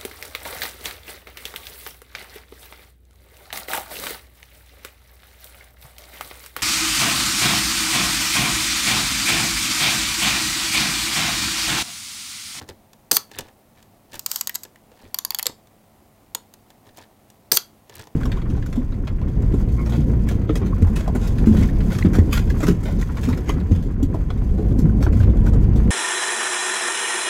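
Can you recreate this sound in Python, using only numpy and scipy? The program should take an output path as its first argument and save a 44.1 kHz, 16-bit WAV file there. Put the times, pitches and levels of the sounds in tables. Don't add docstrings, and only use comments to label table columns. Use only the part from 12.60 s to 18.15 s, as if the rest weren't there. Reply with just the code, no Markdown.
import sys
import numpy as np
from scipy import signal
from scipy.fft import rfft, irfft
from scipy.io import wavfile
from scipy.ndimage import uniform_filter1d

SR = 44100
rng = np.random.default_rng(int(sys.argv[2]) if len(sys.argv) > 2 else 0)


def master(y):
    cut = np.clip(np.atleast_2d(y).T, -1, 1)
    pcm = np.round(cut * 32767)
    wavfile.write(sys.argv[1], SR, pcm.astype(np.int16))


N = 244755
TIME = np.arange(N) / SR
SHORT = TIME[:SR // 4]
TOP_HZ = 15900

# frequency in Hz, relative noise density in dB.
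ROOM_COLOUR = [(15, -38), (25, -9), (110, -7.5), (140, -7), (215, -9), (246, -8), (359, -11.5), (457, -14),
               (703, -10.5), (1620, -27), (1900, -24.5), (2770, -28.5), (4500, -31), (5430, -32.5),
               (15500, -30.5)]
RUMBLE_COLOUR = [(25, -7), (60, -12.5), (105, 4.5), (160, -15), (300, -7), (600, -16.5), (1200, -46)]
SKIN_COLOUR = [(200, -11), (450, 3), (1000, -1), (2500, -2), (4500, -1), (8000, -9), (15000, -15.5)]
# frequency in Hz, relative density in dB.
WINDER_COLOUR = [(410, -21), (700, -11.5), (1940, -12), (2320, -19.5), (4580, -4.5), (8670, -5),
                 (9880, -21), (13900, 0), (15800, -11)]
GEAR_COLOUR = [(200, -14.5), (700, -10), (1200, -15), (2700, -16), (4500, -2), (7000, -5.5), (10000, -2.5),
               (14500, 1), (16000, -8)]
METAL_COLOUR = [(115, -4), (170, -8), (260, 1), (480, 2), (650, -7), (1000, -4), (2400, -5.5), (4500, 1),
                (8000, -1), (10000, -5.5), (14500, -1.5), (16000, -9.5)]
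# frequency in Hz, rms level in dB.
HUM_TONES = [(100, -67), (215.3, -65.5), (11999, -80)]

# start in seconds, level in dB, hardness in dB.
KNOCKS = [(0.0886, -37, -2), (0.332, -48, 2), (0.7146, -41, -4), (0.7561, -48, -4), (0.7868, -27.5, 4),
          (0.7918, -31.5, -0.5), (0.8073, -37, 1), (0.884, -53.5, -5), (1.2265, -51, 0.5), (1.532, -40, -3),
          (1.5417, -37.5, 0.5), (1.5562, -41, 6), (2.051, -42, -4), (2.316, -54.5, -13), (2.896, -44, -8.5),
          (3.0718, -56, 0), (3.9385, -47.5, 8), (4.1033, -48.5, -1), (4.372, -48, 7), (4.381, -45, -10),
          (4.701, -51.5, 6), (5.296, -43, -3.5), (5.3543, -54, 21), (5.3945, -41, 0.5), (5.471, -46, -6)]
# start in seconds, level in dB.
FINGER_BUMPS = [(0.016, -44.5), (0.089, -42), (0.788, -34.5), (1.55, -46.5), (2.434, -42.5), (2.89, -43),
                (4.27, -48), (5.39, -43.5)]
# middle in seconds, length in seconds, level in dB.
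SKIN_RUBS = [(0.016, 0.04, -42.5), (0.099, 0.036, -42), (0.769, 0.092, -44.5), (0.873, 0.054, -55),
             (1.19, 0.059, -56.5), (1.549, 0.065, -46.5), (2.425, 0.15, -54.5), (2.894, 0.047, -61),
             (4.279, 0.056, -55), (4.403, 0.08, -49.5), (5.381, 0.12, -44.5)]
# start in seconds, level in dB.
TEETH_OUT = [(1.5933, -28), (1.6617, -19), (1.7147, -20.5), (1.7592, -20.5), (1.8103, -19.5),
             (1.8722, -20.5), (1.9436, -35), (1.9506, -28.5), (1.9548, -21.5), (2.034, -34), (2.0394, -43)]
TEETH_BACK = [(2.5438, -22), (2.5871, -21.5), (2.6493, -21), (2.7057, -21.5), (2.7466, -22),
              (2.7873, -23.5), (2.8276, -24)]
# start in seconds, level in dB, hardness in dB.
CATCHES = [(1.8946, -26, 2.5), (2.1583, -48, -8), (2.7204, -41, -2), (2.7945, -24, 1.5)]
# start in seconds, level in dB, hardness in dB.
LEVER_STOPS = [(2.8568, -31, -4.5), (2.8667, -23.5, 4)]
# start in seconds, level in dB.
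LEVER_FOLDS = [(3.7485, -20.5)]
# the moment the latch lets go, in seconds.
SHOTS_S = [0.513, 4.9167]

# frequency in Hz, width in Hz, level in dB over the broad colour before the lift is added.
PLATE_MODES = [(487, 60, -7.5), (890, 200, 3.5), (1750, 220, 1.5), (2680, 620, -6.5), (3500, 110, -6.5),
               (6905, 390, -14.5)]
PAWL_OUT_MODES = [(1030, 540, -10), (4720, 960, -8), (6810, 184, -2), (7700, 210, -2), (11720, 270, -0.5),
                  (14050, 360, -4.5), (14900, 900, -9.5)]
PAWL_BACK_MODES = [(992, 250, -8), (3343, 160, -4), (4520, 200, 1), (5580, 140, -9), (7100, 540, -5.5),
                   (10060, 410, -3), (12040, 460, -3.5), (13430, 280, -1), (15460, 740, -5.5)]
CATCH_MODES = [(1860, 170, 3.5), (2580, 580, 1), (8020, 460, -10.5), (13700, 330, 0)]
LEVER_MODES = [(537, 200, -8), (4130, 520, -2), (7300, 540, -2.5), (8020, 180, -3.5), (12200, 900, 1)]
DETENT_MODES = [(455, 89, 9), (950, 120, 6.5), (2660, 1650, -1.5), (4740, 1300, -6), (6840, 160, 0.5),
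                (8560, 170, -7)]
# frequency in Hz, width in Hz, level in dB over the broad colour before the lift is added.
LATCH_MODES = [(1642, 570, -10), (4800, 340, -1.5), (6070, 240, 0.5), (11800, 1600, -5.5),
               (13200, 710, -11.5)]
BLADE_MODES = [(920, 270, -9.5), (4300, 210, -10), (4500, 320, -3), (5900, 430, 1.5), (7500, 340, -2.5),
               (8500, 920, -4), (11500, 700, -12.5), (14200, 360, -2.5)]
FRAME_MODES = [(1330, 170, -9.5), (3300, 130, -1.5), (4600, 290, -4.5), (5920, 170, -3.5), (6930, 430, -6),
               (11010, 280, -11), (11940, 110, -5.5), (13450, 480, -3.5)]
GEAR_MODES = [(800, 160, -7), (4600, 330, -3.5), (6260, 400, -1), (8600, 170, 0), (13400, 500, -6),
              (14300, 180, -2.5)]
SPRING_MODES = [(1324, 160, -8.5), (4220, 670, -1), (5930, 700, -1.5), (13250, 1200, -8)]

# sizzle, tick, clack and thud in dB.
KNOCK_DB = (-5, 0.5, -2.5, -3)
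TOOTH_OUT_DB = (1.5, -0.5, -12.5)
TOOTH_BACK_DB = (2.5, 0.5, -8)
CATCH_DB = (-0.5, -5, 0)
STOP_DB = (1.5, 8, -0.5, -6.5)
FOLD_DB = (1.5, -2, -7.5, -17)
LATCH_DB = (-19.5, -14, -22.5, -42)
OPENING_DB = (-9, -10, -21.5, -22)
CLOSING_DB = (-8, -10, -17.5, -34.5)

ROOM_DB = -55.5
RUB_RUMBLE_DB = -5.5
BUMP_ATTACK_S, BUMP_T60_S = 0.006, 0.16
# (start s, end s)
SWING_S, COCKING_S = (1.51, 2.03), (1.675, 1.793)
SWING_DB, COCKING_DB, COCKING_SAG_DB_PER_S = -56.5, -33, -59
STROKE_ATTACK_S, STROKE_T60_S = 0.06, 0.14
OPEN_S, REBOUND_S, CLOSE_S = 0.0031, 0.0145, 0.0546
REBOUND_DB, REBOUND_HARDNESS_DB = -12, -4.5


def undb(db):
    return 10 ** (np.asarray(db) / 20)


def unit(x):
    return x / np.sqrt(np.mean(x ** 2))


def fade(t, t60):
    return np.exp(-np.log(1000) * t / t60)


def swell(start, end, attack_s, t60):
    return np.clip((TIME - start) / attack_s, 0, 1) * fade(np.maximum(TIME - end, 0), t60)


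def through(x, impulse_response):
    return signal.fftconvolve(x, impulse_response)[:len(x)]


def band(x, lo_hz, hi_hz):
    return signal.sosfilt(signal.butter(3, [lo_hz, hi_hz], "band", fs=SR, output="sos"), x)


def response(colour, peaks=(), lift_db=0, size=8192):
    hz = np.maximum(np.fft.rfftfreq(size, 1 / SR), 1)
    points = np.array(colour)
    gain = undb(np.interp(np.log(hz), np.log(points[:, 0]), points[:, 1]))
    resonance = sum(undb(db + lift_db) ** 2 / (1 + (2 * (hz - f) / width) ** 2) for f, width, db in peaks)
    gain = gain * np.sqrt(1 + resonance)
    cepstrum = irfft(np.log(gain))[:size // 2]
    cepstrum[1:] *= 2
    return irfft(np.exp(rfft(cepstrum, size)))[:size // 2]


def grains(colour, spread_db, peaks=(), lift_db=0, size=12):
    strength = undb(spread_db * rng.uniform(-1, 1, N // size + 1))
    strength = np.repeat(strength, size)[:N]
    return unit(through(strength * rng.standard_normal(N), response(colour, peaks, lift_db)))


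def chatter(hold_s, t60):
    contacts = rng.choice([-1, 1], len(SHORT)) * rng.uniform(0.35, 1, len(SHORT))
    return contacts * fade(np.maximum(SHORT - hold_s, 0), t60)


def part_levels(balance_db, db=0, hardness_db=0):
    tilt = np.linspace(1, -1, 4)[:len(balance_db)]
    return np.array(balance_db) + db + hardness_db * tilt


def blows(table, balance_db, peaks, lift_db, hold_s, tick_t60, clack_t60, thud_t60=0.06):
    out = np.zeros(N + len(SHORT))
    edges_hz = [18900, 9000, 2800, 700, 90]
    t60s = [0.55 * tick_t60, tick_t60, clack_t60, thud_t60]
    for start, *contact in table:
        i = int(start * SR)
        shifted = [(hz * (1 + 0.012 * rng.standard_normal()), width, db) for hz, width, db in peaks]
        body = response(METAL_COLOUR, shifted, lift_db, size=4096)
        levels_db = part_levels(balance_db, *contact)
        for db, hi_hz, lo_hz, t60 in zip(levels_db, edges_hz, edges_hz[1:], t60s):
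            hit = band(through(chatter(hold_s, t60), body), lo_hz, hi_hz)
            out[i:i + len(hit)] += undb(db) * hit * np.sqrt(0.003 * SR / np.sum(hit ** 2))
    return out[:N]


def room_tone():
    hum = 0
    for hz, db in HUM_TONES:
        phase_drift = 0.012 * np.cumsum(rng.standard_normal(N))
        hum = hum + undb(db) * unit(np.sin(2 * np.pi * hz * TIME + phase_drift))
    return undb(ROOM_DB) * grains(ROOM_COLOUR, spread_db=4) + hum


def reflections(x, wet_db, t60, gap_s, build_s):
    tail = rng.standard_normal(2 * len(SHORT))
    t = TIME[:len(tail)]
    tail *= fade(t, t60) * np.clip((t - gap_s) / build_s, 0, 1)
    tail /= np.sqrt(np.sum(tail ** 2))
    walls = response([(100, 7.5), (1000, 2), (5000, -4.0), (9000, -6.5), (15000, -13)])
    return undb(wet_db) * through(x, through(tail, walls))


def slips(per_second, range_db):
    happens = rng.random(N) < per_second / SR
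    return happens * undb(-range_db * rng.random(N)) * rng.choice([-1, 1], N)


def sliding_skin():
    crumbs = 0
    for lo_hz, hi_hz in [(150, 1500), (1500, 4000), (4000, 16000)]:
        slipping = through(slips(per_second=450, range_db=26), fade(SHORT, 0.014))
        crumbs = crumbs + band(slipping * rng.standard_normal(N), lo_hz, hi_hz)
    return unit(through(crumbs, response(SKIN_COLOUR, PLATE_MODES, lift_db=4.5)))


def hands():
    knocks = blows(KNOCKS, KNOCK_DB, PLATE_MODES, lift_db=14.5,
                   hold_s=0.00041, tick_t60=0.024, clack_t60=0.047, thud_t60=0.051)
    scratch = sum(undb(db) * np.exp(-(2 * (TIME - middle) / length) ** 2)
                  for middle, length, db in SKIN_RUBS)
    bumps = sum(undb(db) * swell(start, start + BUMP_ATTACK_S, BUMP_ATTACK_S, BUMP_T60_S)
                for start, db in FINGER_BUMPS)
    rumble = undb(RUB_RUMBLE_DB) * scratch + bumps
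    return knocks + scratch * sliding_skin() + rumble * grains(RUMBLE_COLOUR, spread_db=6)


def winder_rustle():
    easing_db = COCKING_SAG_DB_PER_S * np.maximum(TIME - COCKING_S[0], 0)
    load = undb(SWING_DB) * swell(*SWING_S, STROKE_ATTACK_S, STROKE_T60_S)
    load += undb(COCKING_DB + easing_db) * swell(*COCKING_S, STROKE_ATTACK_S, STROKE_T60_S)
    return load * grains(WINDER_COLOUR, spread_db=3, size=24)


def lever():
    ticks = blows(TEETH_OUT, TOOTH_OUT_DB, PAWL_OUT_MODES, lift_db=13.5,
                  hold_s=0.0011, tick_t60=0.019, clack_t60=0.034)
    ticks += blows(TEETH_BACK, TOOTH_BACK_DB, PAWL_BACK_MODES, lift_db=19.5,
                   hold_s=0.00077, tick_t60=0.014, clack_t60=0.022)
    catches = blows(CATCHES, CATCH_DB, CATCH_MODES, lift_db=8.5,
                    hold_s=0.00074, tick_t60=0.013, clack_t60=0.023)
    stops = blows(LEVER_STOPS, STOP_DB, LEVER_MODES, lift_db=13.5,
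                  hold_s=0.00074, tick_t60=0.014, clack_t60=0.035, thud_t60=0.058)
    folds = blows(LEVER_FOLDS, FOLD_DB, DETENT_MODES, lift_db=19,
                  hold_s=0.0013, tick_t60=0.018, clack_t60=0.016)
    return ticks + catches + stops + folds + winder_rustle()


def each_shot(delay_s, *contact):
    return [(shot + delay_s, *contact) for shot in SHOTS_S]


def shutter_gears():
    running = 0
    for shot in SHOTS_S:
        start, end = shot + OPEN_S, shot + CLOSE_S
        is_open = (TIME > start) & (TIME < end)
        running = running + is_open * (1 + 0.72 * fade(abs(end - TIME), 0.057))
    running = uniform_filter1d(running, size=64)
    return undb(-23) * running * grains(GEAR_COLOUR, spread_db=7, peaks=GEAR_MODES, lift_db=10)


def ringing(peaks, lift_db, t60):
    modes = through(rng.standard_normal(len(SHORT)), response(METAL_COLOUR, peaks, lift_db))
    ring = modes * fade(SHORT, t60)
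    return ring / np.sqrt(np.sum(ring ** 2))


def shutter():
    openings = each_shot(OPEN_S) + each_shot(REBOUND_S, REBOUND_DB, REBOUND_HARDNESS_DB)
    snaps = blows(each_shot(0), LATCH_DB, LATCH_MODES, lift_db=14.5,
                  hold_s=0.00073, tick_t60=0.01, clack_t60=0.022)
    snaps += blows(openings, OPENING_DB, BLADE_MODES, lift_db=14.5,
                   hold_s=0.0013, tick_t60=0.01, clack_t60=0.025, thud_t60=0.05)
    snaps += blows(each_shot(CLOSE_S), CLOSING_DB, FRAME_MODES, lift_db=17.0,
                   hold_s=0.00063, tick_t60=0.015, clack_t60=0.022, thud_t60=0.062)
    mechanism = snaps + shutter_gears()
    springs = undb(-22.0) * through(mechanism, ringing(SPRING_MODES, lift_db=13, t60=0.16))
    return mechanism + springs


def scene():
    camera = hands() + lever() + shutter()
    room = reflections(camera, wet_db=-14.0, t60=0.2, gap_s=0.0044, build_s=0.0078)
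    return (camera + room + room_tone())[None]


def record(dry):
    clipped = np.clip(dry, -1, 1)
    return signal.sosfilt(signal.ellip(10, 0.1, 70, TOP_HZ, fs=SR, output="sos"), clipped)


dry = scene()
out = record(dry)
master(out)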